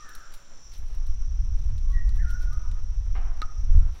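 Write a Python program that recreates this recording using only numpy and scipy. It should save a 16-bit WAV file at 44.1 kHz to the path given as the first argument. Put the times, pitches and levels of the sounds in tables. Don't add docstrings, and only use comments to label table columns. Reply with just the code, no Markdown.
import sys
import numpy as np
from scipy import signal
from scipy.fft import rfft, irfft
from scipy.io import wavfile
from scipy.ndimage import map_coordinates

SR = 44100
rng = np.random.default_rng(int(sys.argv[2]) if len(sys.argv) > 2 else 0)


def master(y):
    cut = np.clip(np.atleast_2d(y).T, -1, 1)
    pcm = np.round(cut * 32767)
    wavfile.write(sys.argv[1], SR, pcm.astype(np.int16))


N = 176400
TIME = np.arange(N) / SR

# pitch_hz, relative_db
AIR_TONE = [(10,39),(25,23.5),(55,2.5),(130,2),(300,-3.5),(750,-6),(1300,-5.5),(2000,-13),(4000,-22.5),(16000,-43.5)]
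HISS_TONE = [(800,-7.5),(2300,2.5),(3700,3),(10000,-12),(16000,-42)]
WIND_TONE = [(5,-1.5),(24,4.5),(62,-6.5),(100,-21),(135,-28.5),(180,-41),(260,-52.5),(500,-94),(1500,-110)]
LOW_INSECT_TONE = [(4000,-37),(4900,-21.5),(5450,0),(5850,3.5),(6100,-3.5),(6400,-15),(7000,-34.5)]
HIGH_INSECT_TONE = [(6000,-43.5),(6900,-6),(7400,-0.5),(7750,-40),(8500,-46)]
KNOCK_TONE = [(100,-6),(250,-3.5),(800,2.5),(2400,-8),(3600,-17.5),(10000,-47)]
RUSTLE_TONE = [(400,-53),(1800,1),(4200,2.5),(8000,-8.5),(10000,-7),(14000,-11.5),(16000,-13.5)]
CLICK_TONE = [(300,-47),(1500,-2),(2800,-6),(4000,4),(5000,-3),(10000,-11.5),(16000,-38)]
CLICK_HISS_TONE = [(2000,1),(5000,-17),(7000,-3.5),(10000,5),(16000,1)]
CRACK_TONE = [(200,-5),(800,-1),(1350,5.5),(3100,-7),(4050,0),(5800,-12),(7300,-21),(8900,-20),(12000,-31)]

# time_s, level_db
AIR_LEVELS = [(0,-39),(.95,-37.5),(1.3,-41),(2.1,-39),(2.6,-36),(3.0,-39),(3.85,-36)]
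HISS_LEVELS = [(0,-61.5),(.7,-67.5),(1.2,-68.5),(3.85,-69.5)]
WIND_LEVELS = [(0,-55),(.5,-64),(.7,-42),(.82,-28.5),(1.05,-23.5),(1.9,-19.5),(2.35,-21.5),(2.9,-24),(3.25,-23.5),(3.38,-28),(3.55,-30),(3.69,-15),(3.87,-19.5),(3.99,-41)]
LOW_INSECT_LEVELS = [(0,-59),(.45,-64.5),(.66,-57),(.85,-65.5),(1.4,-60.5),(1.68,-64.5),(2.2,-64.5),(2.35,-60),(2.65,-61.5),(3.3,-66),(3.58,-59.5),(3.8,-66)]
HIGH_INSECT_LEVELS = [(.72,-68.5),(.88,-81.5)]

# pitch_hz, fade_s
TREE_ECHO = [(200,0.81),(1400,1.19),(4000,0.28)]
NEARBY_ECHO = [(1200,0.43),(3500,0.2),(14000,0.4)]

# time_s, speed_ratio
WIND_SPEEDS = [(.8,0.94),(1.1,0.82),(1.3,1.054),(2.7,0.99),(3.4,.78),(3.75,1.08)]
# peak_s, boost_db
WIND_GUSTS = [(1.098,7),(2.2,4),(2.721,3),(3.078,1.5),(3.767,7.5)]
# start_s, length_s, first_pitch_hz, last_pitch_hz, level_db, waver_share, echo_share
BIRD_NOTES = [(-.04,.12,1256,1237,-50.5,0.057,0.5),(0.01,0.12,1856,1682,-55.5,0.025,0.08),(0.028,0.18,1540,1405,-54,.11,0.58),(0.175,0.43,590,545.5,-70,0.027,0.1),(.868,0.22,900,1244,-68.5,0.122,0.4),(1.852,0.13,1075,1150,-59.5,0.019,0.15),(1.927,0.1,1945,1875,-48.5,0.024,0.08),(2.177,.085,1950,1403,-50,0.052,0.16),
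              (2.23,0.187,1415,1449,-45.5,0.015,0.13),(2.501,0.087,1166,1309,-53,0.02,0.33),(2.628,0.071,1010,943,-60.5,0.013,0.1),(3.69,0.16,1109,1435,-67,0.087,0.82)]
# start_s, length_s, level_db
RUSTLE_SWELLS = [(0.319,0.035,-55.5),(0.712,0.064,-58.5),(.82,0.18,-68.5),(1.535,0.18,-69),(1.883,0.08,-66),(2.136,0.098,-68.5),(2.279,0.046,-59),(2.393,0.055,-59.5),(3.763,0.048,-67.5),(3.904,0.18,-63)]
# start_s, level_db, fade_s, hiss_boost_db
TICKS_AND_SNAPS = [(0.089,-49.5,0.0054,1),(0.15,-43,0.0037,0.5),(0.337,-48,0.0097,-1),(0.737,-49,.003,-4),(0.778,-60,0.0081,5),(.8827,-60,.002,4),(0.948,-55,0.0033,-2),(1.065,-54,0.0062,-1.5),
                   (1.779,-50.5,0.0046,-15),(2.091,-45.5,0.0022,-28),(2.157,-61,.004,5),(2.254,-63,0.0023,3),(2.303,-51,0.0025,-9),(2.306,-60,0.0038,13),(2.419,-53,0.0018,1),(2.426,-53.5,0.0038,-4),(2.528,-52,0.0051,-3),(2.714,-48.5,0.0037,-22),(3.374,-50,0.0016,-31)]
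# start_s, level_db
CLOVE_HITS = [(3.418,-28),(3.4283,-41)]
# pitch_hz, level_db, fade_s
BOWL_NOTES = [(1257,-22,0.071),(1365,-30,0.069),(1775,-41,0.05)]


def gain(db):
    return 10 ** (np.asarray(db) / 20)


def normalize(sound):
    return sound / np.sqrt(np.mean(sound ** 2) + 1e-20)


def at_pitch(table, hz):
    pitches, values = np.transpose(table)
    return np.interp(np.log(hz + 1), np.log(pitches + 1), values)


def over_time(table):
    return np.interp(TIME, *np.transpose(table))


def add(mix, start_s, sound):
    part = mix[max(0, round(start_s * SR)):][:len(sound)]
    part += sound[:len(part)]


def shape_tone(sound, tone):
    log_gain = np.log(gain(at_pitch(tone, abs(np.fft.fftfreq(2048, 1 / SR)))))
    response = np.exp(np.conj(signal.hilbert(log_gain)))
    taps = np.fft.ifft(response).real[:1024]
    return signal.oaconvolve(sound, taps / np.linalg.norm(taps))[:N]


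def noise(tone):
    gains = gain(at_pitch(tone, np.fft.rfftfreq(N, 1 / SR)))
    return normalize(irfft(rfft(rng.standard_normal(N)) * gains, N))


def drift(rate_hz):
    gains = np.exp(-(np.fft.rfftfreq(N, 1 / SR) / rate_hz) ** 2)
    return normalize(irfft(rfft(rng.standard_normal(N)) * gains, N))


def puff(fade_s, rise_s):
    t = np.arange(0, 7 * fade_s, 1 / SR)
    return rng.standard_normal(SR)[:len(t)] * (1 - np.exp(-t / rise_s)) * np.exp(-t / fade_s)


def echo(sound, fade_times, bounces_per_s=2500):
    bounces = rng.standard_normal(SR) * (rng.random(SR) < bounces_per_s / SR)
    hz, t, bands = signal.stft(bounces, SR, nperseg=256)
    fade = gain(-60 * t / at_pitch(fade_times, hz)[:, None])
    tail = signal.istft(bands * fade, SR)[1]
    return signal.fftconvolve(sound, tail / np.linalg.norm(tail))[:N]


def air(wobble_db=2.0):
    wash = noise(AIR_TONE) * gain(over_time(AIR_LEVELS) + wobble_db * drift(30))
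    hiss = noise(HISS_TONE) * gain(over_time(HISS_LEVELS))
    return wash + hiss


def wind(wobble_db=2.0, gust_half_s=0.035, speedup_per_db=0.0174, smooth_s=0.078):
    gust_db = sum(db * np.exp(-((TIME - peak_s) / gust_half_s) ** 2) for peak_s, db in WIND_GUSTS)
    level_db = over_time(WIND_LEVELS) + gust_db + wobble_db * drift(14)
    speed = over_time(WIND_SPEEDS) * (1 + speedup_per_db * gust_db)
    swirls = map_coordinates(noise(WIND_TONE), [np.cumsum(speed)], order=3, mode="grid-wrap")
    power = signal.fftconvolve(swirls ** 2, signal.windows.hann(int(2 * smooth_s * SR)), "same")
    return gain(level_db) * normalize(swirls / np.sqrt(power))


def insects(throb_hz=41.7, throb_depth=0.18, low_boost_db=3.0, flutter_db=1):
    rate_hz = throb_hz * (1 + 0.088 * drift(2.5))
    throb = 1 + throb_depth * np.sin(2 * np.pi * np.cumsum(rate_hz) / SR)
    low = noise(LOW_INSECT_TONE)
    low *= gain(over_time(LOW_INSECT_LEVELS) + low_boost_db + flutter_db * drift(20))
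    high = noise(HIGH_INSECT_TONE) * gain(over_time(HIGH_INSECT_LEVELS))
    return throb * (low + high)


def birds():
    direct, scattered = np.zeros((2, N))
    waver = drift(rate_hz=130)
    for start_s, length_s, first_hz, last_hz, level_db, waver_share, echo_share in BIRD_NOTES:
        progress = np.clip((TIME - start_s) / length_s, 0, 1)
        pitch_hz = (first_hz + (last_hz - first_hz) * progress) * (1 + waver_share * waver)
        swell = abs(np.sin(np.pi * progress)) ** 0.65
        note = gain(level_db) * swell * np.sqrt(2) * np.sin(2 * np.pi * np.cumsum(pitch_hz) / SR)
        direct += np.sqrt(1 - echo_share) * note
        scattered += np.sqrt(echo_share) * note
    return direct + echo(scattered, TREE_ECHO)


def far_knock(start_s=3.15, level_db=-44, echo_gain=0.81):
    blow = np.zeros(N)
    add(blow, start_s, gain(level_db) * puff(fade_s=0.04, rise_s=0.001))
    knock = shape_tone(blow, KNOCK_TONE)
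    return knock + echo_gain * echo(knock, TREE_ECHO)


def rustles(grains_per_s=2200, spread_db=3):
    grains = rng.standard_normal(N) * gain(spread_db * np.minimum(rng.exponential(1, N), 3))
    grains *= rng.random(N) < grains_per_s / SR
    swells = np.zeros(N)
    for start_s, length_s, level_db in RUSTLE_SWELLS:
        progress = np.clip((TIME - start_s) / length_s, 0, 1)
        swells += gain(level_db) * np.sqrt(abs(np.sin(np.pi * progress)))
    return shape_tone(normalize(grains) * swells, RUSTLE_TONE)


def ticks_and_snaps(hiss_stretch=1.18):
    clicks, hiss = np.zeros((2, N))
    for start_s, level_db, fade_s, hiss_boost_db in TICKS_AND_SNAPS:
        add(clicks, start_s, gain(level_db) * puff(fade_s, rise_s=0.00017))
        add(hiss, start_s, gain(level_db + hiss_boost_db) * puff(hiss_stretch * fade_s, rise_s=0.0011))
    return shape_tone(clicks, CLICK_TONE) + shape_tone(hiss, CLICK_HISS_TONE)


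def clove_in_bowl(ring_rise_s=0.0047, echo_db=-9):
    ring, cracks = np.zeros((2, N))
    t = TIME[:SR // 2]
    notes = sum(gain(db - 60 * t / fade_s) * np.sin(2 * np.pi * hz * t) for hz, db, fade_s in BOWL_NOTES)
    landing_s = CLOVE_HITS[0][0]
    add(ring, landing_s, notes * (1 - np.exp(-t / ring_rise_s)))
    for start_s, level_db in CLOVE_HITS:
        add(cracks, start_s, gain(level_db) * puff(fade_s=0.0024, rise_s=0.0001))
    return shape_tone(cracks, CRACK_TONE) + ring + gain(echo_db) * echo(ring, NEARBY_ECHO)


def scene(echo_db=-6.5):
    crackle = ticks_and_snaps() + rustles()
    close_sounds = crackle + gain(echo_db) * echo(crackle, NEARBY_ECHO) + clove_in_bowl()
    return (close_sounds + far_knock() + birds() + insects() + air() + wind())[None]


def record(dry):
    low_pass = signal.firwin(511, cutoff=15900, window=("kaiser", 9), fs=SR)
    return signal.oaconvolve(dry, low_pass[None], "same")


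dry = scene()
out = record(dry)
master(out)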